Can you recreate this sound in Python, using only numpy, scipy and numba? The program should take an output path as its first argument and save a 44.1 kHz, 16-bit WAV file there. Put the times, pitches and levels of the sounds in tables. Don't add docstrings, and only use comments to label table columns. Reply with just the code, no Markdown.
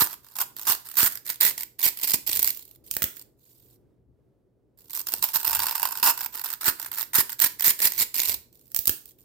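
import sys
import numpy as np
from scipy import signal
from scipy.fft import rfft, irfft, next_fast_len
from scipy.io import wavfile
from scipy.ndimage import uniform_filter1d
from numba import njit

SR = 44100
rng = np.random.default_rng(int(sys.argv[2]) if len(sys.argv) > 2 else 0)


def write(x):
    x = np.atleast_2d(x).T
    wavfile.write(sys.argv[1], SR, np.round(np.clip(x, -1, 1) * 32767).astype(np.int16))


N = 407484
T = np.arange(N) / SR
CLOCK = T[::20]

# (start [s], length [s], straining beforehand [s], level [dB], knock [dB])
LUNGES = [(0, 0.034, 0.011, -16, -18.5), (.403, .018, .05, -19, -45), (0.669, 0.052, .11, -16, -29.5),
          (0.969, .105, .122, -16.5, -18.5), (1.291, 0.016, 0.044, -23, -51),
          (1.405, .077, .004, -16.5, -30.5), (1.83, .056, .045, -18, -27.5),
          (2.032, 0.018, 0.067, -19.5, -50.5), (2.135, .012, .005, -14.5, -20.5),
          (5.227, .024, .005, -19, -47), (5.342, 0.028, .01, -20, -45), (6.03, 0.077, .005, -15.5, -38.5),
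          (6.656, .043, 0.051, -17.5, -21), (7.148, 0.063, .018, -17, -19), (7.412, 0.053, .027, -16, -27),
          (7.64, .068, 0.054, -15.5, -28), (7.818, .06, .035, -17, -29.5), (7.978, 0.054, .096, -18, -28.5)]
GIVE_SHARE = .58
# (time [s], tick [dB], hollow body [dB], knock [dB])
LANDINGS = [(2.9665, -16, -32, -38.5), (3.0207, -13.5, -24, -29), (3.0402, -12, -29, -24),
            (3.1697, -38, -47.5, -54), (8.7898, -15, -42.5, -31.5), (8.877, -7, -36.5, -27),
            (8.894, -10.5, -32.5, -20.5)]


def undb(db):
    return 10 ** (np.asarray(db) / 20)


def unit(x):
    return x / np.sqrt(np.mean(x ** 2) + 1e-18)


def contour(points, size):
    hz, db = np.transpose(points)
    return np.interp(np.log(np.fft.rfftfreq(size, 1 / SR) + 1), np.log(hz), db)


def colour(x, points, size=4096):
    cepstrum = irfft(np.log(undb(contour(points, size))))
    cepstrum[1:size // 2] *= 2
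    cepstrum[size // 2 + 1:] = 0
    impulse = unit(irfft(np.exp(rfft(cepstrum)))) / np.sqrt(size)
    return signal.oaconvolve(x, impulse[None])[:, :N]


@njit
def bandpass(x, hz, width_hz):
    out, band, low = np.empty(len(x)), 0., 0.
    for i in range(len(x)):
        step, damping = np.tan(np.pi * hz[i] / SR), width_hz / hz[i]
        swing = (band + step * (x[i] + 1e-18 - low)) / (1 + step * (step + damping))
        band, low = 2 * swing - band, low + 2 * step * swing
        out[i] = damping * swing
    return out


def ring(x, hz, width_hz):
    hz, width_hz = hz * np.ones(N), float(width_hz)
    rung = np.array([bandpass(bandpass(side, hz, width_hz), hz, width_hz) for side in x])
    return rung * np.sqrt(2 * SR / np.pi / width_hz)


def pair(three, likeness):
    return np.sqrt(likeness) * three[0] + np.sqrt(1 - likeness) * three[1:]


def noise(likeness):
    return pair(rng.standard_normal((3, N)), likeness)


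def room_tone(air_db=-64.5, waver_db=-2.5, hum_hz=120, hum_db=-73):
    # (frequency [Hz], level [dB])
    air_colour = [(30, -10.5), (55, -2.5), (100, -7.5), (125, 0), (160, -10), (350, -7), (440, -9),
                  (650, -20), (1000, -31), (2500, -43.5), (7000, -50), (14000, -48)]
    waver = np.interp(T, np.linspace(0, T[-1], num=60), rng.standard_normal(size=60))
    air = unit(colour(noise(0.62), air_colour)) * undb(air_db + waver_db * waver)
    return air + undb(hum_db) * np.sin(2 * np.pi * hum_hz * T)


def stroke(start, end, rise_db=0, attack_s=.005, release_s=.006):
    along = np.clip((CLOCK - start) / max(end - start, 1e-3), 0, 1)
    attack = np.clip((CLOCK - start) / attack_s, 0, 1)
    release = np.exp(-np.maximum(CLOCK - end, 0) / release_s)
    return attack * release * undb(rise_db * (along - .5))


def hand(light_slips_hz=62.3, firm_slips_hz=53.86, firm_db=-23, lunge_slips_hz=998.5,
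         strain_db=-4, strain_db_per_s=-135, peak_db=1, arch_db=1.3,
         withdraw_db=-57.5, withdraw_slips_hz=1097):
    # (start [s], end [s], level [dB])
    crackles = [(0.034, 0.072, -29), (0.095, 0.148, -34), (0.229, 0.361, -50), (.724, 0.751, -27),
                (1.108, 1.18, -35), (1.317, 1.357, -38.5), (1.482, 1.511, -23), (1.571, 1.636, -29),
                (2.068, 2.12, -21), (2.264, 2.504, -22), (2.511, 2.627, -42), (2.636, 2.76, -51.5),
                (2.838, 2.906, -47.5), (3.147, 3.223, -43), (4.773, 4.891, -54), (4.894, 4.933, -38.5),
                (4.931, 5.012, -29), (5.061, 5.152, -30), (5.15, 5.227, -38.5), (5.26, 5.317, -31),
                (5.381, 5.441, -31), (5.446, 5.702, -23.5), (5.7, 5.927, -29), (5.931, 6.014, -32),
                (6.173, 6.268, -29), (6.323, 6.418, -32.5), (6.435, 6.542, -29.5), (6.785, 6.884, -32),
                (6.913, 6.974, -32), (6.974, 7.03, -23.5), (7.29, 7.343, -32), (8.139, 8.352, -23.5),
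                (8.523, 8.742, -57), (9.059, 9.118, -50), (9.18, 9.241, -57)]
    slow, lunge, lunging = 0, 0, 0
    for start, end, db in crackles:
        slow = np.hypot(slow, undb(db) * stroke(start, end, rise_db=-1.5))
    for start, length, strain_s, db, _ in LUNGES:
        strain = stroke(start - strain_s, start, rise_db=4)
        slow = np.hypot(slow, undb(db + strain_db + strain_db_per_s * strain_s) * strain)
        move = stroke(start, start + length, attack_s=.002, release_s=.007)
        from_give = np.clip(2 * ((CLOCK - start) / length - GIVE_SHARE), -1, 1)
        lunge += undb(db + peak_db - arch_db * from_give ** 2) * move
        lunging += move
    withdraw = stroke(start=3.36, end=3.76, rise_db=-6, attack_s=.14, release_s=.007)
    push = np.hypot(slow, lunge) + undb(withdraw_db) * withdraw
    slow_rate = light_slips_hz + firm_slips_hz * slow / undb(firm_db)
    rate = slow_rate + lunge_slips_hz * lunging + withdraw_slips_hz * withdraw
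    return np.interp(T, CLOCK, push), np.interp(T, CLOCK, rate)


def avalanche(power, decay_ms, rise_ms=0.61):
    ms = T[:SR // 50] * 1000
    shape = np.exp(-ms / decay_ms) * (1 - np.exp(-ms / rise_ms))
    return np.maximum(signal.oaconvolve(power, shape / shape.sum())[:N], 0)


def bursts(times, db, decay_ms):
    power = np.zeros(N)
    np.add.at(power, (times * SR).astype(int), undb(db) ** 2 * .003 * SR)
    return np.sqrt(avalanche(power, decay_ms))


def stick_slip(drag=0.11, jitter=.5, scatter_db=3, merge_hz=130, judder_db=2, rub=0.31, rub_db=-37.5):
    push, rate = hand()
    step_chance, size_chance = rng.standard_normal((N // 20, 2)).T
    steps = np.exp(jitter * step_chance - jitter ** 2 / 2)
    at = np.searchsorted(np.cumsum(rate) / SR, np.cumsum(steps))
    at = at[at < N]
    work = undb(scatter_db * np.clip(size_chance[:len(at)], -2, 2)) ** 2
    slips = avalanche(np.bincount(at, work / work.mean() * SR / rate[at], N), decay_ms=1.5)
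    slips /= uniform_filter1d(slips, size=1500) + 1e-6
    shake = unit(uniform_filter1d(rng.standard_normal(N), size=260))
    judder = unit(undb(judder_db * shake * rate / (rate + merge_hz)))
    steady = drag + rub / (1 + (push / undb(rub_db)) ** 2)
    return push * judder * np.sqrt((slips + steady) / (1 + steady))


def pops(per_s, likeness):
    clicks = rng.standard_normal((3, N)) * (rng.random((3, N)) < per_s / SR)
    return unit(pair(clicks, likeness))


def patchy(x, depth_db=3.5, hump_hz=700, size=512):
    hz, _, frames = signal.stft(x, SR, nperseg=size)
    hump = np.exp(-(2 * (hz[:31] - hz[15]) / hump_hz) ** 2)
    humps = signal.oaconvolve(rng.standard_normal(frames.shape[1:]), hump[:, None], "same", axes=0)
    gain = unit(undb(depth_db * unit(humps)))
    return signal.istft(frames * gain, SR, nperseg=size)[1][:, :N]


def giving_way(crack_db=5):
    return np.array([(start + GIVE_SHARE * length, db + crack_db, knock_db)
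                     for start, length, _, db, knock_db in LUNGES])


def cutting(level_db=-2, crack_db=-1, bite_db=-2.5, overtone=2.05, rasp_db=2):
    # (time [s], level [dB])
    cracks = [(.368, -34), (1.067, -17), (1.4149, -19), (2.0806, -17), (2.3131, -23), (2.4443, -12),
              (2.4757, -14), (2.5034, -18), (4.9505, -20), (5.0691, -19), (5.1375, -13), (5.2353, -27),
              (5.446, -18), (5.5294, -15.5), (5.5501, -16.5), (5.7534, -16.5), (5.8294, -12.5),
              (5.8534, -13), (7.6069, -18), (7.9204, -18.5), (8.1814, -18), (8.201, -11), (8.2943, -12.5)]
    # (frequency [Hz], level [dB])
    cell_colour = [(100, -16.5), (330, -11), (650, -13.5), (1500, -17), (2500, -9.5), (3100, -7),
                   (4400, -2.5), (6300, -5), (7200, -0.5), (9500, -2.5), (11000, -1.5), (12500, 4),
                   (14500, 11), (16000, -7.5)]
    # (frequency [Hz], width [Hz], level [dB])
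    block_modes = [(970, 283, -1.5), (1497, 270, -8.5), (2690, 500, -8), (4630, 540, -8), (5130, 300, -5.5)]
    # (time [s], slice pitch [Hz], block ring [dB], slice ring [dB])
    descent = [(0, 1240, -18, -13), (.42, 1143, -14.5, -18.5), (0.701, 1210, -18, -17),
               (1.03, 1530, -29, -15.5), (1.45, 2004, -25, -16), (1.87, 2250, -26.5, -17.5),
               (2.5, 2326, -31, -20.5), (3.4, 2347, -29, -81), (4.8, 1405, -23, -25.5),
               (5.35, 1400, -17, -20.5), (5.6, 1400, -9, -14), (6.1, 1431, -10.5, -16.5),
               (6.7, 1496, -19.5, -11.5), (7.179, 1657, -19.5, -14.5), (7.679, 1944, -27, -16.5),
               (8.299, 2365, -27, -16.5), (8.599, 2363, -33, -37.5)]
    depth_times, *columns = np.transpose(descent)
    slice_hz, block_db, slice_db = [np.interp(T, depth_times, column) for column in columns]
    bites = [(start, db + bite_db) for start, _, _, db, _ in LUNGES]
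    times, db = np.vstack([cracks, bites, giving_way()[:, :2]]).T
    crunch = np.hypot(stick_slip(), bursts(times, db, decay_ms=1.0) * undb(crack_db))
    cells = colour(patchy(pops(per_s=16000, likeness=0.039)) * crunch, cell_colour)
    shove = noise(0.81) * crunch * undb(block_db)
    block = sum(undb(mode_db) * ring(shove, hz, width) for hz, width, mode_db in block_modes)
    flex = noise(0.46) * crunch * undb(slice_db)
    slice_ring = ring(flex, slice_hz, width_hz=1150)
    freed = (slice_hz - slice_hz.min()) / np.ptp(slice_hz)
    rasp = undb(rasp_db) * ring(flex * freed ** 2, overtone * slice_hz, width_hz=1900)
    return undb(level_db) * (cells + block + slice_ring + rasp)


def knocking(level_db=-1, contact_ms=3.26, sway_hz=75, left_db=-6):
    times, db = np.transpose([(row[0], row[-1]) for row in [*giving_way(), *LANDINGS]])
    jolts = np.zeros(N)
    jolts[(times * SR).astype(int)] = undb(db)
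    contact = np.sin(np.pi * np.minimum(T[:SR // 50] * 1000 / contact_ms, 1)) ** 2
    pulse = signal.oaconvolve(jolts, contact)[:N]
    pulse = signal.sosfilt(signal.butter(1, sway_hz, "high", fs=SR, output="sos"), pulse)
    lower = undb(-22) * ring([pulse], hz=400, width_hz=140)
    upper = undb(-13) * ring([pulse], hz=533, width_hz=40)
    return undb(level_db) * undb([[left_db], [0]]) * (pulse + lower + upper)


def handling(level_db=-1):
    # (time [s], length [s], level [dB])
    grips = [(2.38, .28, -57), (4.0, 0.052, -63.5), (4.1, 0.12, -60), (5.206, 0.11, -53.5),
             (5.587, 0.18, -52), (8.32, 0.18, -55.5)]
    # (frequency [Hz], level [dB])
    rumble_colour = [(30, -21), (55, 4.5), (85, 5), (200, -6), (380, -9.5), (650, -33), (5000, -76)]
    force = sum(undb(db) * np.exp(-(2 * (T - time) / length) ** 2) for time, length, db in grips)
    return undb(level_db) * force * unit(colour(noise(0.83), rumble_colour))


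def snapping(tick_db=-1, hollow_db=1, snap_body_db=-27.5):
    # (time [s], level [dB])
    snaps = [(2.5724, -28.5), (2.9118, -15.5), (2.939, -21.5), (2.9503, -28), (3.0287, -14), (8.717, -37),
             (8.746, -16.5), (8.7627, -11), (8.7722, -23.5), (8.8553, -19.5), (8.872, -10.5),
             (9.0562, -35.5)]
    # (frequency [Hz], level [dB])
    tick_colour = [(100, -46), (700, -17), (1500, -29), (2600, -8), (5000, -1.5), (8000, 1.5), (11000, 0.5),
                   (14500, 14), (16000, 7.5)]
    hollow_colour = [(60, -6), (140, -3.5), (400, -8.5), (800, -8.5), (1500, -6.5), (2600, -4),
                     (6000, -19.5)]
    hits = [(time, db, db + snap_body_db) for time, db in snaps] + [row[:3] for row in LANDINGS]
    times, db, body_db = np.transpose(hits)
    tick = colour(pops(per_s=12000, likeness=0.12) * bursts(times, db, decay_ms=0.99), tick_colour)
    hollow = colour(noise(0.93) * bursts(times, body_db, decay_ms=0.75), hollow_colour)
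    return undb(tick_db) * tick + undb(hollow_db) * hollow


def table_thump(level_db=-9, hz=92, decay_s=0.0079, left_db=-4):
    out, t = np.zeros(N), T[:SR // 10]
    swing = np.sin(2 * np.pi * hz * t) * np.exp(-t / decay_s)
    for time, _, _, knock_db in LANDINGS:
        at = int(time * SR)
        out[at:at + len(t)] += undb(knock_db) * swing
    return undb(level_db) * undb([[left_db], [0]]) * out


def corner(x):
    # (left delay [ms], right delay [ms], level [dB])
    echoes = [(.55, 0.23, -21), (1.1, 1.45, -22.5)]
    out = x.copy()
    for left_ms, right_ms, db in echoes:
        for side, ms in enumerate((left_ms, right_ms)):
            out[side] += undb(db) * np.roll(x[side], int(ms * SR / 1000))
    return out


def room_tail(x, t60_s=0.32, treble_t60_s=0.27, split_hz=9000, build_s=0.0018):
    # (frequency [Hz], level [dB])
    tail_colour = [(60, -16.5), (300, 8), (1000, 3.5), (4000, 2.5), (9000, 2), (16000, 2)]
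    t = T[:SR * 3 // 4]
    hiss = rng.standard_normal((2, len(t)))
    low = signal.sosfiltfilt(signal.butter(2, split_hz, fs=SR, output="sos"), hiss)
    tail = low * 1000 ** (-t / t60_s) + (hiss - low) * 1000 ** (-t / treble_t60_s)
    build = 1 - np.exp(-(t / build_s) ** 2)
    impulse = unit(tail * build) / np.sqrt(len(t))
    return colour(signal.oaconvolve(x, impulse, axes=1)[:, :N], tail_colour)


def scene(cut_room_db=-12, slice_room_db=-7):
    cut = cutting() + knocking() + handling()
    falling = snapping() + table_thump()
    into_room = undb(cut_room_db) * cut + undb(slice_room_db) * falling
    return corner(cut + falling) + room_tail(into_room) + room_tone()


def record(dry, low_cut_hz=42, top_hz=16000, ceiling=3.1):
    # (frequency [Hz], left minus right [dB])
    ports = [(60, 10), (150, -2.5), (600, 0), (1200, -3), (2800, -4.5), (4400, -3.5), (6000, -0.5),
             (7400, -5.5), (8600, 5), (10000, 5.5), (11500, -5), (13800, -10), (16000, -13.5)]
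    size = next_fast_len(N + SR // 10)
    lean = undb(contour(ports, size)) ** 2
    gains = np.sqrt(2 * np.array([lean, np.ones_like(lean)]) / (1 + lean))
    heard = irfft(rfft(dry, size) * gains, size)[:, :N]
    heard = signal.sosfilt(signal.butter(3, low_cut_hz, "high", fs=SR, output="sos"), heard)
    heard = ceiling * np.tanh(heard / ceiling)
    return signal.sosfilt(signal.ellip(10, .2, 70, top_hz, fs=SR, output="sos"), heard)


dry = scene()
out = record(dry)
write(out)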